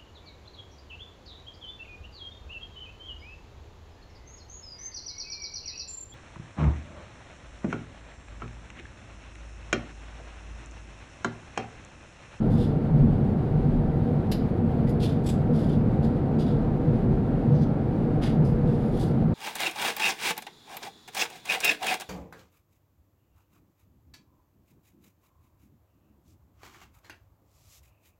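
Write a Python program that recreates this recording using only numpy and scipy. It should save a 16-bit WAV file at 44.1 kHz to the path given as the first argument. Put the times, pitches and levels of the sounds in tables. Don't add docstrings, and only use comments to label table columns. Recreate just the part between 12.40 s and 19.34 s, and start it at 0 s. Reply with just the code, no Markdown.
import sys
import numpy as np
from scipy import signal
from scipy.fft import rfft, irfft, next_fast_len
from scipy.io import wavfile

SR = 44100
rng = np.random.default_rng(int(sys.argv[2]) if len(sys.argv) > 2 else 0)


def dump_mix(stems):
    frames = np.atleast_2d(stems).T
    limited = np.clip(frames, -1, 1)
    pcm = np.round(limited * 32767).astype(np.int16)
    wavfile.write(sys.argv[1], SR, pcm)


N = 306054
LONG, SHORT = next_fast_len(N, True), 32768
T, HZ = np.arange(N) / SR, np.fft.rfftfreq(LONG, 1 / SR)
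SHORT_T, SHORT_HZ = np.arange(SHORT) / SR, np.fft.rfftfreq(SHORT, 1 / SR)


# frequency in Hz, relative spectral density in dB.
ROAR_SPECTRUM = [(12, -29.5), (28, -13.5), (75, -13), (125, -6.5), (200, -10), (300, -13.5), (410, -19.5),
                 (560, -24.5), (760, -27), (1050, -38), (1500, -42), (2300, -52), (4000, -73.5)]
# frequency in Hz, width in Hz, lift in dB.
WALL_MODES = [(34.8, 8.2, 6), (60, 13, 2), (93.6, 13, 2.5), (147, 12, 5), (155.7, 11.6, 4),
              (225.4, 22, 6.5), (388, 10, 0.5), (479, 37, 5.5), (762, 7, 9), (925.4, 35, 4.5),
              (1356, 8.4, 10)]
# time in seconds, relative level in dB.
RUSH_SWELL = [(0, 1), (.9, 0), (2, 0.34), (4.25, 1.5), (4.75, 0.86), (6.2, 1.5), (6.94, 0.5)]

def wall_rumble(level_db=-22.5, boom_edge_hz=55, drone_edge_hz=250):
    weak_modes_db = .9 * ripple(16) * HZ ** 2 / (HZ ** 2 + 600 ** 2)
    colour = amp(spectrum_db(ROAR_SPECTRUM) + resonance_db(WALL_MODES) + weak_modes_db)
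    roar = rfft(noise(colour * rolloff(5000, 4)), LONG)
    deep, low = rolloff(boom_edge_hz, 8), rolloff(drone_edge_hz, 8)
    drone_gain, boom_gain = buffeting()
    rush_gain = unit(amp(np.interp(T, *np.transpose(RUSH_SWELL))))
    boom = irfft(roar * deep)[:N] * boom_gain
    drone = irfft(roar * (low - deep))[:N] * drone_gain
    rush = irfft(roar * (1 - low))[:N] * rush_gain
    return amp(level_db) * (boom + drone + rush)


# peak time in seconds, drone lift in dB, boom lift in dB,
# length in seconds for the drone.
AIR_BUMPS = [(0.171, 3.5, 0.5, .11), (0.625, 3, 7.5, 0.11), (0.843, 2.5, -3.5, .15), (1.529, -3.5, 7, .1),
             (3.114, 2.5, -4, 0.081), (3.392, 4.5, 4.5, 0.082), (4.67, 4, 0, 0.21), (5.17, 1.5, -0.5, .11),
             (6.238, 4, 0, 0.11), (6.846, 3.5, -1, .14)]

def buffeting(drone_wander_db=0.76, boom_wander_db=2, boom_stretch=1.8):
    drone_db = drone_wander_db * drift(rate_hz=4)
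    boom_db = boom_wander_db * drift(rate_hz=1.5)
    for s, drone_lift_db, boom_lift_db, length in AIR_BUMPS:
        drone_db += drone_lift_db * bell(s, length)
        boom_db += boom_lift_db * bell(s, boom_stretch * length)
    return unit(amp(drone_db)), unit(amp(boom_db))


# peak time in seconds, level in dB, pitch in Hz, length in seconds.
WALL_THROBS = [(0.144, -22.5, 228, 0.054), (.555, -14, 152, .04), (0.612, -8, 146, 0.037),
               (0.645, -16, 235, 0.032), (0.727, -22.5, 150, 0.17), (0.926, -24, 229, 0.063),
               (1.293, -25.5, 230, 0.14), (1.765, -24.5, 151, 0.062), (2.431, -25, 226, 0.064),
               (3.15, -22.5, 224, 0.053), (4.49, -12.5, 156, 0.031), (4.686, -31, 385, 0.22),
               (4.687, -21, 144, 0.078), (5.144, -13, 143, 0.035), (5.215, -19.5, 146, 0.032),
               (6.023, -14, 146, 0.075), (6.246, -20, 155, 0.075), (6.885, -16.5, 143, 0.041)]

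def wall_throbs(waver_hz=9):
    waver = waver_hz * drift(rate_hz=22)
    return sum(amp(db) * bell(s, length) * sine(hz + waver) for s, db, hz, length in WALL_THROBS)


# frequency in Hz, relative spectral density in dB.
CLACK_SPECTRUM = [(900, -11), (2000, 1.5), (2400, -1.5), (2800, 4.5), (3300, -3), (3900, 3.5), (5200, 3.5),
                  (5800, -8), (6300, -6), (9900, -11), (10500, -4), (11500, -6), (13500, -9), (14500, -15),
                  (15500, -14)]
# start in seconds, relative level in dB, chatter in seconds,
# 60 dB decay time in seconds.
CLACK_CONTACTS = [(1.915, -33, .003, .06), (1.92, -33.5, .003, 0.1)]

def clack(ripple_db=3.0, rise_s=0.00083):
    colour = amp(spectrum_db(CLACK_SPECTRUM, SHORT_HZ) + ripple_db * ripple(130, SHORT_HZ))
    out = np.zeros(N)
    for s, db, chatter, t60 in CLACK_CONTACTS:
        ringing = coloured(rng.standard_normal(SHORT), colour)
        add(out, s, amp(db) * contact(rise_s, chatter, t60) * ringing)
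    return out


# frequency in Hz, relative spectral density in dB.
RUB_SPECTRUM = [(1000, 6), (2300, 0), (2800, 0), (4200, -0.5), (5300, -6), (6200, -8.5), (8500, -10),
                (10900, -8.5), (12500, -17.5), (14000, -19), (15500, -25.5)]
# frequency in Hz, width in Hz, lift in dB.
OBJECT_MODES = [(3300, 150, 3.5), (3560, 360, 5.5), (4920, 380, 4), (6750, 200, 1), (7770, 260, 1),
                (9100, 350, 2), (10800, 440, -0.5), (13000, 500, 6)]
# start in seconds, relative level in dB, length in seconds,
# 60 dB decay time in seconds, tilt in dB per octave, low edge in Hz, ring frequency in Hz,
# ring width in Hz, ring lift in dB.
SCRAPE_STROKES = [ (0.093, -55, 0.062, 0.15, 1.5, 2980, 3700, 400, 3),
                  (0.16, -49.5, 0.087, .22, -2.5, 2800, 3920, 600, 2),
                  (2.465, -48, 0.028, .08, -2, 1710, 2025, 220, 24),
                  (2.489, -49, 0.013, 0.065, 8, 2500, 4850, 400, 13),
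                  (2.595, -40.5, 0.052, 0.29, -1, 2290, 3970, 1500, 3.5),
                  (2.83, -56, .03, .06, 1, 2500, 7770, 300, 4),
                  (2.858, -39, 0.016, 0.059, 2.2, 2200, 7870, 420, 11),
                  (2.884, -39, 0.013, 0.14, 2.5, 1900, 7750, 440, 14),
                  (3.118, -52.5, 0.091, 0.54, -1, 2700, 11100, 450, 3),
                  (3.281, -51, .04, 0.24, -3, 2800, 3500, 300, 4),
                  (3.624, -50.5, 0.026, .2, -2, 3000, 4150, 600, 7),
                  (3.982, -47.5, 0.036, 0.24, -3, 2810, 4760, 250, 8),
                  (4.061, -51, 0.014, 0.43, -4.5, 2800, 3720, 300, -1),
                  (5.126, -57.5, 0.072, 0.17, -10, 4100, 6070, 282, 10),
                  (5.203, -54.5, 0.033, .12, -10, 4000, 6070, 240, 10),
                  (5.811, -38, 0.052, 0.23, -3.5, 1250, 5800, 900, 2),
                  (6.041, -56, 0.028, 0.29, 0, 4340, 5100, 300, 6),
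                  (6.23, -60, 0.12, .35, -3, 3200, 8150, 500, 8),
                  (6.36, -61, 0.14, .3, 0, 3000, 9900, 600, 4),
                  (6.494, -54.5, 0.14, .2, 0, 3000, 9200, 700, 5),
                  (6.587, -45, 0.032, 0.31, 0.8, 2900, 7800, 900, 2), ]

def scrapes(slips_per_s=2600, spread_db=0.3, catch_db=1.5, rise_share=0.4, treble_power=0.99):
    body_db = spectrum_db(RUB_SPECTRUM, SHORT_HZ) + resonance_db(OBJECT_MODES, SHORT_HZ)
    body_db += 2 * ripple(55, SHORT_HZ)
    octaves = np.log2(SHORT_HZ + 1)
    treble_band = 1 - rolloff(6000, 8, SHORT_HZ)
    out = np.zeros(N)
    for s, db, length, t60, tilt_db, edge_hz, ring_hz, ring_width_hz, ring_lift_db in SCRAPE_STROKES:
        sizes = amp(spread_db * np.minimum(rng.exponential(1, SHORT), 4))
        catches = amp(catch_db * drift(rate_hz=60, t=SHORT_T))
        slips = rng.choice([-1, 1], SHORT) * sizes * catches * (rng.random(SHORT) < slips_per_s / SR)
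        place_db = 1.6 * ripple(160, SHORT_HZ)
        highpass = 1 / np.sqrt(1 + (edge_hz / (SHORT_HZ + 1)) ** 12)
        ring_db = resonance_db([(ring_hz, ring_width_hz, ring_lift_db)], SHORT_HZ)
        scrape = coloured(slips, highpass * amp(body_db + tilt_db * octaves + place_db + ring_db))
        treble = irfft(rfft(scrape) * treble_band)
        rise = rise_share * length
        pressure = contact(rise, length - rise, t60)
        add(out, s, amp(db) * (pressure * (scrape - treble) + pressure ** treble_power * treble))
    return out


def cabin_reverb(x, tail_db=-8, low_t60=0.33, high_t60=0.22, split_hz=5500):
    t = T[:SR // 2]
    echoes = rng.standard_normal(len(t)) * (t > .004)
    low = signal.sosfiltfilt(signal.butter(4, split_hz, fs=SR, output="sos"), echoes)
    tail = low * decay(t, low_t60) + (echoes - low) * decay(t, high_t60)
    return x + amp(tail_db) * signal.fftconvolve(x, tail / np.linalg.norm(tail))[:N]


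# peak time in seconds, lift in dB, length in seconds.
ENGINE_SWELLS = [(1.66, 15.5, 0.16), (2.215, 9.5, 0.11), (3.102, 18.5, 0.068), (3.73, 12.5, .1),
                 (4.476, 14, .1), (5.158, 17, 0.1), (5.69, 17, 0.059), (6.266, 14.5, 0.34)]

def engine_hum(pitch_hz=483, floor_db=-47, waver_hz=5):
    db = floor_db + sum(lift * bell(s, length) for s, lift, length in ENGINE_SWELLS)
    return amp(db) * sine(pitch_hz + waver_hz * drift(rate_hz=14))


# frequency in Hz, level in dB.
SHAFT_TONES = [(35, -45), (772, -58.5)]

def engine_shafts(waver_hz=0.73, waver_db=2.5):
    out = np.zeros(N)
    for hz, db in SHAFT_TONES:
        tone = sine(hz + waver_hz * drift(rate_hz=2.95))
        out += amp(db) * unit(tone * amp(waver_db * drift(rate_hz=3.8)))
    return out


# frequency in Hz, relative spectral density in dB.
VENT_SPECTRUM = [(500, -5), (2000, 2.5), (3400, -0.5), (4500, -4.5), (5600, -13.5), (7500, -17),
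                 (10500, -17.5), (12000, -20.5), (15000, -24)]

def vents(level_db=-59.5, flutter_db=1.0, ripple_db=1.5):
    hiss = noise(amp(spectrum_db(VENT_SPECTRUM) + ripple_db * ripple(width_hz=40)))
    return amp(level_db + flutter_db * drift(rate_hz=11)) * hiss


def amp(db):
    return 10 ** (np.asarray(db) / 20)


def unit(x):
    return x / np.sqrt(np.mean(x ** 2) + 1e-20)


def spectrum_db(points, hz=HZ):
    at, db = np.transpose(points)
    return np.interp(np.log(hz + 1), np.log(at), db)


def resonance_db(modes, hz=HZ):
    return sum(db / (1 + (2 * (hz - centre) / width) ** 2) for centre, width, db in modes)


def ripple(width_hz, hz=HZ, count=4000):
    return np.interp(hz, np.arange(count) * width_hz, unit(rng.uniform(-1, 1, count)))


def rolloff(edge_hz, order, hz=HZ):
    return 1 / (1 + (hz / edge_hz) ** order)


def coloured(x, gain):
    return unit(irfft(rfft(x) * gain))


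def noise(gain):
    return coloured(rng.standard_normal(LONG), gain)[:N]


def sine(hz):
    return np.sin(2 * np.pi * np.cumsum(hz) / SR)


def drift(rate_hz, t=T, count=500):
    return unit(np.interp(t, np.arange(count) / (2 * rate_hz), rng.standard_normal(count)))


def bell(s, length):
    return .5 ** ((2 * (T - s) / length) ** 2)


def decay(t, t60):
    return np.exp(-np.log(1000) * t / t60)


def contact(rise, hold, t60):
    return np.clip(SHORT_T / rise, 0, 1) * decay(np.maximum(SHORT_T - rise - hold, 0), t60)


def add(mix, s, sound):
    part = mix[max(round(s * SR), 0):][:len(sound)]
    part += sound[:len(part)]


def scene(handling_db=-3):
    flight = wall_rumble() + wall_throbs() + engine_shafts() + engine_hum() + vents()
    handling = amp(handling_db) * cabin_reverb(clack() + scrapes())
    return (flight + handling)[None]


def record(dry, cutoff_hz=15600, fade_s=.006):
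    fades = np.clip(np.minimum(T, T[::-1]) / fade_s, 0, 1)
    lowpass = signal.firwin(511, cutoff_hz, window=("kaiser", 9), fs=SR)
    return signal.oaconvolve(dry * fades, lowpass[None], "same")


dry = scene()
out = record(dry)
dump_mix(out)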